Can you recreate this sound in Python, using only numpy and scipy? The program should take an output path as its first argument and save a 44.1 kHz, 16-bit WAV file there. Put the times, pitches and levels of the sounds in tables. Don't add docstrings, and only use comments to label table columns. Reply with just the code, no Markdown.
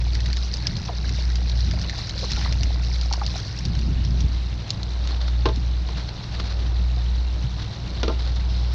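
import sys
import numpy as np
from scipy import signal
from scipy.fft import rfft, irfft, next_fast_len
from scipy.io import wavfile
from scipy.ndimage import map_coordinates

SR = 44100
rng = np.random.default_rng(int(sys.argv[2]) if len(sys.argv) > 2 else 0)


def transcribe(u):
    v = np.clip(np.atleast_2d(u).T, -1, 1)
    q = np.round(v * 32767).astype(np.int16)
    wavfile.write(sys.argv[1], SR, q)


N = 385434

# firing_multiple, level_db
HUM_PARTIALS = [(.6667, -21), (1, 1.05), (1.6667, -15.5), (2, -14), (3, -21.5), (5, -32.5), (5.3333, -37),
                (6.3333, -43.5)]
HUM_LULLS = [-.7, .77, 2.04, 3.5, 4.68, 6.19, 7.72, 9.3]
# start_s, hold_s, rise_db
GUSTS = [(0.605, 0.073, 10), (0.978, .06, 8.5), (1.62, 0.015, 11.5), (2.27, 0.32, 7.5), (3.612, 0.55, 11)]
# frequency_hz, gain_db
EDDY_SPECTRUM = [(15, -14), (35, -1), (90, 3.5), (160, -0.5), (240, -12), (350, -19), (1200, -80)]
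# time_s, share (0-1)
STIRRING = [(0, 0.85), (2.3, 0.83), (3.4, 0.93), (3.9, 0.42), (4.4, 0.28), (8.74, 0.24)]
# time_s, level_db
LAPPING_LEVELS = [(4.4, -48), (5.1, -45), (5.7, -47.5), (6.3, -44.5), (7.1, -47), (7.7, -45.5)]
# frequency_hz, gain_db
LAPPING_SPECTRUM = [(150, -26), (304, -2), (500, -5.5), (740, -4), (1340, -11.5), (1600, -16), (3000, -68)]
# centre_s, length_s, rise_db
GURGLES = [(0.303, 0.054, 3), (1.877, 0.32, 2.5), (2.415, 0.16, 8)]
# centre_s, length_s, rise_db
SPRAY_SURGES = [(1.202, 0.16, 3), (1.818, 0.039, 6), (1.991, 0.052, 4.5), (2.345, 0.28, 6.5),
                (2.843, 0.037, 5), (2.949, 0.022, 5.5), (3.36, 0.067, 7)]
# frequency_hz, gain_db
OVERFLOW_SPECTRUM = [(590, -21), (1150, -9), (1360, -3), (2010, -1), (3300, -4.5), (3790, 1.5), (4190, 0.5),
                     (4870, -10), (5750, -11.5), (7320, -22), (9520, -40.5), (16100, -61.5)]
# frequency_hz, gain_db
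SPLASH_SPECTRUM = [(710, -40), (1200, -17), (1900, -11), (2780, -17), (4090, 0.5), (5050, -2.5),
                   (5880, -6.5), (7320, -29), (11000, -50), (13000, -38), (16100, -58)]
# start_s, level_db, pitch_hz, deep_splash_relative_db
DROPS = [(0.1515, -20.5, 4700, -13), (0.2040, -22.5, 4100, -15), (0.259, -22.5, 3720, -11),
         (0.3296, -21, 4330, -15), (0.3690, -20, 3870, -21), (0.539, -18, 4810, -35),
         (.569, -23, 4970, -25), (0.6692, -13, 4920, -28), (0.7669, -22.5, 4870, -33),
         (1.092, -23, 3900, -14), (1.356, -21, 4790, -22), (1.496, -22, 4300, -20), (1.711, -23, 4800, -11),
         (1.896, -22, 4100, -6), (2.0943, -19, 3900, -20), (2.2510, -22, 4170, -27),
         (2.307, -19, 4300, -30), (2.3173, -15, 5070, -26), (2.5247, -19.5, 4240, -11),
         (2.6325, -16, 2850, -24), (3.012, -21, 4800, -25), (3.1265, -17, 4270, -24),
         (3.1353, -16, 4380, -21), (3.2638, -19, 4500, -37), (3.5884, -23, 5480, -24),
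         (3.652, -19.5, 4470, -33), (3.751, -27, 4020, -18), (3.79, -26, 4320, -29),
         (4.049, -26, 5450, -34), (4.2054, -22.5, 5650, -31)]
# frequency_hz, gain_db
DROP_SPECTRUM = [(100, -11.5), (1500, -10.5), (3500, 3.5), (5600, 6), (7000, -9.5), (8500, -30.5),
                 (13000, -45.5), (16000, -59)]
# start_s, level_db, pitch_hz, glide_octaves_per_s, t60_s
PLOPS_AND_KNOCK = [(.654, -37, 1745, -10, .1), (0.887, -24.5, 1103, -30.5, 0.044),
                   (.891, -27, 750, -9, 0.13), (1.044, -31, 1560, 14, 0.044),
                   (1.736, -31.5, 670, -13, 0.08), (1.933, -35, 773, 10, 0.07),
                   (1.927, -37, 1850, -13.5, 0.15), (2.23, -28, 587, -22, 0.12), (2.373, -32, 842, -2, .14),
                   (2.4453, -25, 2110, -19, 0.031), (2.452, -28, 1160, -15, 0.042),
                   (3.112, -22.5, 930, -44, 0.04), (3.137, -22, 840, 45, 0.032),
                   (3.2147, -19, 1270, -26, 0.022), (3.2165, -21, 863, -10, 0.053),
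                   (3.356, -29.5, 700, 18, 0.046), (6.97, -36, 713, 0, 0.15)]
# start_s, level_db
CLICKS = [(4.705, -13), (4.831, -22), (5.074, -26), (5.560, -27), (8.36, -30)]
# frequency_hz, gain_db
CLICK_SPECTRUM = [(1800, -21), (3600, 3.5), (5600, -0.5), (7000, -8), (8500, -34), (16000, -50.5)]
# centre_s, length_s, level_db
RUSTLES = [(5.178, 0.21, -38), (6, 0.064, -33.5), (6.092, 0.032, -35.5), (6.442, 0.4, -41),
           (7.615, 0.097, -43), (7.913, 0.38, -43.5), (8.272, 0.21, -38.5)]
# frequency_hz, gain_db
MESH_SPECTRUM = [(200, -2.5), (450, -1), (1500, -3), (2800, -7), (4200, 3.5), (6000, -11.5), (8000, -37),
                 (14000, -64)]
# start_s, thud_db, clack_db, place (0 = handle, 1 = hoop)
KNOCKS = [(5.4562, -15, -15.5, 0), (5.462, -21, -24.5, 0), (5.487, -22, -22.5, 0.03),
          (5.888, -31, -30.5, 0.34), (8.031, -21, -15.5, 1), (8.080, -21.5, -21, 1),
          (8.096, -20.5, -30, 0.72)]
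# pitch_hz, handle_db, hoop_db, t60_s
DECK_MODES = [(238, -26, -1, 0.15), (326, -19, -1, 0.18), (384, -2.5, -4.5, 0.21), (449, 5, 3, 0.077),
              (646, -4.5, -4, 0.13), (874, -4.5, -9, 0.12), (1042, 1, -7.5, 0.077), (1207, -16, -7, 0.085),
              (1375, -20, -4.5, 0.099), (1570, -12.5, -19, .08), (2410, -33, 0, 0.03)]
# frequency_hz, gain_db
CLACK_SPECTRUM = [(150, 8.5), (400, 3.5), (1300, -7.5), (2000, -7), (4000, -2.5), (6000, -13.5),
                  (8000, -48.5), (14000, -56.5)]
# start_s, level_db, pitch_hz, t60_s
HULL_THUMPS = [(5.573, -15.5, 244, 0.033), (7.44, -14.5, 122, 0.15)]
# frequency_hz, gain_db
RIPPLE_SPECTRUM = [(500, -23), (2000, -9.5), (3700, 6), (5400, 5.5), (6500, -24), (10000, -41.5)]

FIRING_HZ, PULL = 60.05, 0.18
BREEZE_DB, GUST_ATTACK_S, GUST_RELEASE_S = -36, 0.069, 0.19
CALM_SPRAY_DB, STIRRED_RISE_DB = -46.5, 5
HOOP_DAMPING = 0.1
BAND_LIMIT_HZ = 15700


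def amp(db):
    return 10 ** (np.asarray(db) / 20)


def unit(x):
    return x / np.sqrt(np.mean(x ** 2) + 1e-20)


def curve(points):
    return np.interp(np.arange(N) / SR, *np.transpose(points))


def wobble(rate):
    steps = np.arange(0, N + 100, 100)
    knots = rng.standard_normal(int(N * rate / SR) + 4)
    return np.interp(np.arange(N), steps, map_coordinates(knots, [steps * rate / SR]))


def swell(s, length):
    return np.cos(np.pi / 2 * np.clip((np.arange(N) / SR - s) / length, -1, 1)) ** 2


def fade(t, t60):
    return np.exp(-np.log(1000) * t / t60)


def churn(width_hz, size):
    hz = np.fft.fftfreq(size, 1 / SR)
    flutter = np.fft.ifft(np.exp(2j * np.pi * rng.random(size) - (hz / width_hz) ** 2))
    return flutter / np.sqrt(np.mean(np.abs(flutter) ** 2))


def colour(x, points, size=8192):
    hz, db = np.transpose(points)
    gain = amp(np.interp(np.log(np.fft.rfftfreq(size, 1 / SR) + 1), np.log(hz), db))
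    cepstrum = irfft(np.log(gain))
    cepstrum[1:size // 2] *= 2
    cepstrum[size // 2 + 1:] = 0
    return signal.oaconvolve(x, irfft(np.exp(rfft(cepstrum))))[:N]


def add(track, s, sound):
    start = round(s * SR)
    track[start:start + len(sound)] += sound[:N - start]


def engines():
    t = np.arange(N) / SR
    slip = np.interp(t, HUM_LULLS, np.arange(len(HUM_LULLS)) - .5)
    lag = slip - PULL * np.sin(2 * np.pi * slip) / (2 * np.pi)
    cycles = FIRING_HZ * t + 0.025 * wobble(5)
    hum = np.zeros(N)
    for multiple, db in HUM_PARTIALS:
        order = round(3 * multiple) / 3
        offset = rng.random()
        first = np.sin(2 * np.pi * (order * cycles + offset))
        second = np.sin(2 * np.pi * (order * (cycles - lag) + offset))
        hum += amp(db + 0.69 * wobble(10)) * (first + 0.88 * second)
    return amp(-24.0) * hum


def wind():
    gust_db = np.zeros(N)
    for s, hold, db in GUSTS:
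        corners = s + np.cumsum([0, GUST_ATTACK_S, hold, GUST_RELEASE_S])
        gust_db += np.interp(np.arange(N) / SR, corners, [0, db, db, 0])
    eddies = unit(colour(rng.standard_normal(N), EDDY_SPECTRUM))
    return amp(BREEZE_DB + gust_db + 1.6 * wobble(22)) * eddies


def bubbles(low_hz, high_hz, cycles, spread_db, count, size):
    when, pitch, strength, life = rng.random((count, 4), dtype=np.float32).T[:, :, None]
    hz = low_hz + (high_hz - low_hz) * pitch
    t60 = cycles * (.5 + life) / hz
    t = np.arange(size, dtype=np.float32) / SR
    gain = amp(-spread_db * np.log(strength + 0.01)) / np.sqrt(t60)
    rings = gain * fade(t, t60) * np.sin(2 * np.pi * hz * t * (1 + 0.11 * t / t60))
    samples = (when * N).astype(int) + np.arange(size)
    return unit(np.bincount(samples.ravel(), rings.ravel(), N)[:N])


def slosh(stir):
    lapping_db = curve(LAPPING_LEVELS) + 0.66 * wobble(10)
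    lapping = amp(lapping_db) * unit(colour(rng.standard_normal(N), LAPPING_SPECTRUM))
    gurgle = amp(-49.0) * bubbles(330, 1083, cycles=14, spread_db=4.0, count=700, size=1600)
    tinkle = amp(-48.0) * bubbles(1300, 2900, cycles=40, spread_db=3.0, count=2600, size=1200)
    air_db = sum(db * swell(s, length) for s, length, db in GURGLES)
    return lapping + stir * amp(air_db) * (gurgle + tinkle)


def spray(stir):
    surge_db = sum(db * swell(s, length) for s, length, db in SPRAY_SURGES)
    spray_db = CALM_SPRAY_DB + STIRRED_RISE_DB * stir + surge_db
    fizz = bubbles(2600, 6500, cycles=50, spread_db=2.2, count=4000, size=400)
    fizz += 1.9 * rng.standard_normal(N)
    patter = bubbles(1100, 9000, cycles=32, spread_db=3.3, count=12000, size=240)
    patter += 0.75 * rng.standard_normal(N)
    overflow = amp(1.5 + 1.5 * wobble(25)) * unit(colour(fizz, OVERFLOW_SPECTRUM))
    splashes = amp(2.1 + 1.8 * wobble(26)) * unit(colour(patter, SPLASH_SPECTRUM))
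    return amp(spray_db) * (np.sqrt(1 - 0.99 * stir) * overflow + np.sqrt(stir) * splashes)


def drops():
    track, t = np.zeros(N), np.arange(SR // 16) / SR
    attack = 1 - np.exp(-t / 0.00035)
    for s, db, ring_hz, deep_db in DROPS:
        tick, scatter = rng.standard_normal((2, len(t)))
        impact = 1.15 * tick * fade(t, 0.0073) + 0.28 * scatter * fade(t, 0.05)
        ring = np.sin(2 * np.pi * ring_hz * t * (1 + 3 * t)) * fade(t, 0.018)
        deep = np.real(churn(width_hz=470, size=len(t)) * np.exp(2j * np.pi * 1900 * t)) * fade(t, 0.04)
        splat = impact + 0.36 * ring + amp(deep_db + 6.0) * deep
        add(track, s, amp(db + 3.0) * splat * attack)
    return colour(track, DROP_SPECTRUM)


def plops_and_knock():
    track, t = np.zeros(N), np.arange(SR // 6) / SR
    attack = 1 - np.exp(-t / 0.0006)
    for s, db, hz, glide, t60 in PLOPS_AND_KNOCK:
        octaves = np.clip(glide * t, -.7, .7)
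        phase = 2 * np.pi * np.cumsum(hz * 2 ** octaves) / SR
        roughness = 1 + 0.6 * churn(width_hz=480, size=len(t))
        note = np.imag(roughness * np.exp(1j * phase))
        add(track, s, amp(db) * note * fade(t, t60) * attack)
    return track


def net_clicks():
    track, t = np.zeros(N), np.arange(SR // 25) / SR
    ring = np.sin(2 * np.pi * 4150 * t) * fade(t, 0.0058)
    for s, db in CLICKS:
        crack, rattle = rng.standard_normal((2, len(t)))
        snap = ring + 1.4 * crack * fade(t, 0.013) + 0.32 * rattle * fade(t, 0.041)
        add(track, s, amp(db + 0.5) * snap)
    return colour(track, CLICK_SPECTRUM)


def mesh_rustle():
    effort = sum(amp(db) * swell(s, length) for s, length, db in RUSTLES)
    slips = (rng.random(N) < 330 / SR) * amp(4 * rng.standard_normal(N))
    t = np.arange(SR // 40) / SR
    strands = signal.oaconvolve(slips, fade(t, 0.034))[:N] * rng.standard_normal(N)
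    catches = amp(3.5 * wobble(35))
    return effort * unit(catches * colour(strands, MESH_SPECTRUM))


def deck_knocks():
    thuds, clacks, t = np.zeros(N), np.zeros(N), np.arange(SR // 6) / SR
    attack = 1 - np.exp(-t / 0.0013)
    clack_decay = fade(t, 0.016) + 0.44 * fade(t, 0.11)
    for s, thud_db, clack_db, place in KNOCKS:
        for hz, handle_db, hoop_db, t60 in DECK_MODES:
            mode_db = np.interp(place, [0, 1], [handle_db, hoop_db])
            decay = fade(t, t60 * (1 - HOOP_DAMPING * place))
            cluster = np.exp(2j * np.pi * rng.random()) + 0.7 * churn(width_hz=100, size=len(t))
            ring = np.real(cluster * np.exp(2j * np.pi * hz * t)) * decay * attack
            add(thuds, s, amp(thud_db + mode_db - 5.0) * ring)
        add(clacks, s, amp(clack_db + 5.5) * rng.standard_normal(len(t)) * clack_decay)
    return thuds + colour(clacks, CLACK_SPECTRUM)


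def hull_thumps():
    track, t = np.zeros(N), np.arange(SR // 6) / SR
    attack = 1 - np.exp(-t / 0.0028)
    for s, db, hz, t60 in HULL_THUMPS:
        add(track, s, amp(db) * np.sin(2 * np.pi * hz * t) * fade(t, t60) * attack)
    return track


def ripples():
    hiss_db = curve([(8.44, -100), (8.5, -44), (8.74, -48.5)])
    return amp(hiss_db) * unit(colour(rng.standard_normal(N), RIPPLE_SPECTRUM))


def scene():
    stir = curve(STIRRING)
    water = slosh(stir) + spray(stir) + drops() + plops_and_knock() + ripples()
    net = deck_knocks() + net_clicks() + mesh_rustle()
    return (engines() + wind() + water + net + hull_thumps())[None]


def record(dry):
    size = next_fast_len(N + SR // 4)
    passband = np.fft.rfftfreq(size, 1 / SR) < BAND_LIMIT_HZ
    return irfft(rfft(dry, size) * passband, size)[:, :N]


dry = scene()
out = record(dry)
transcribe(out)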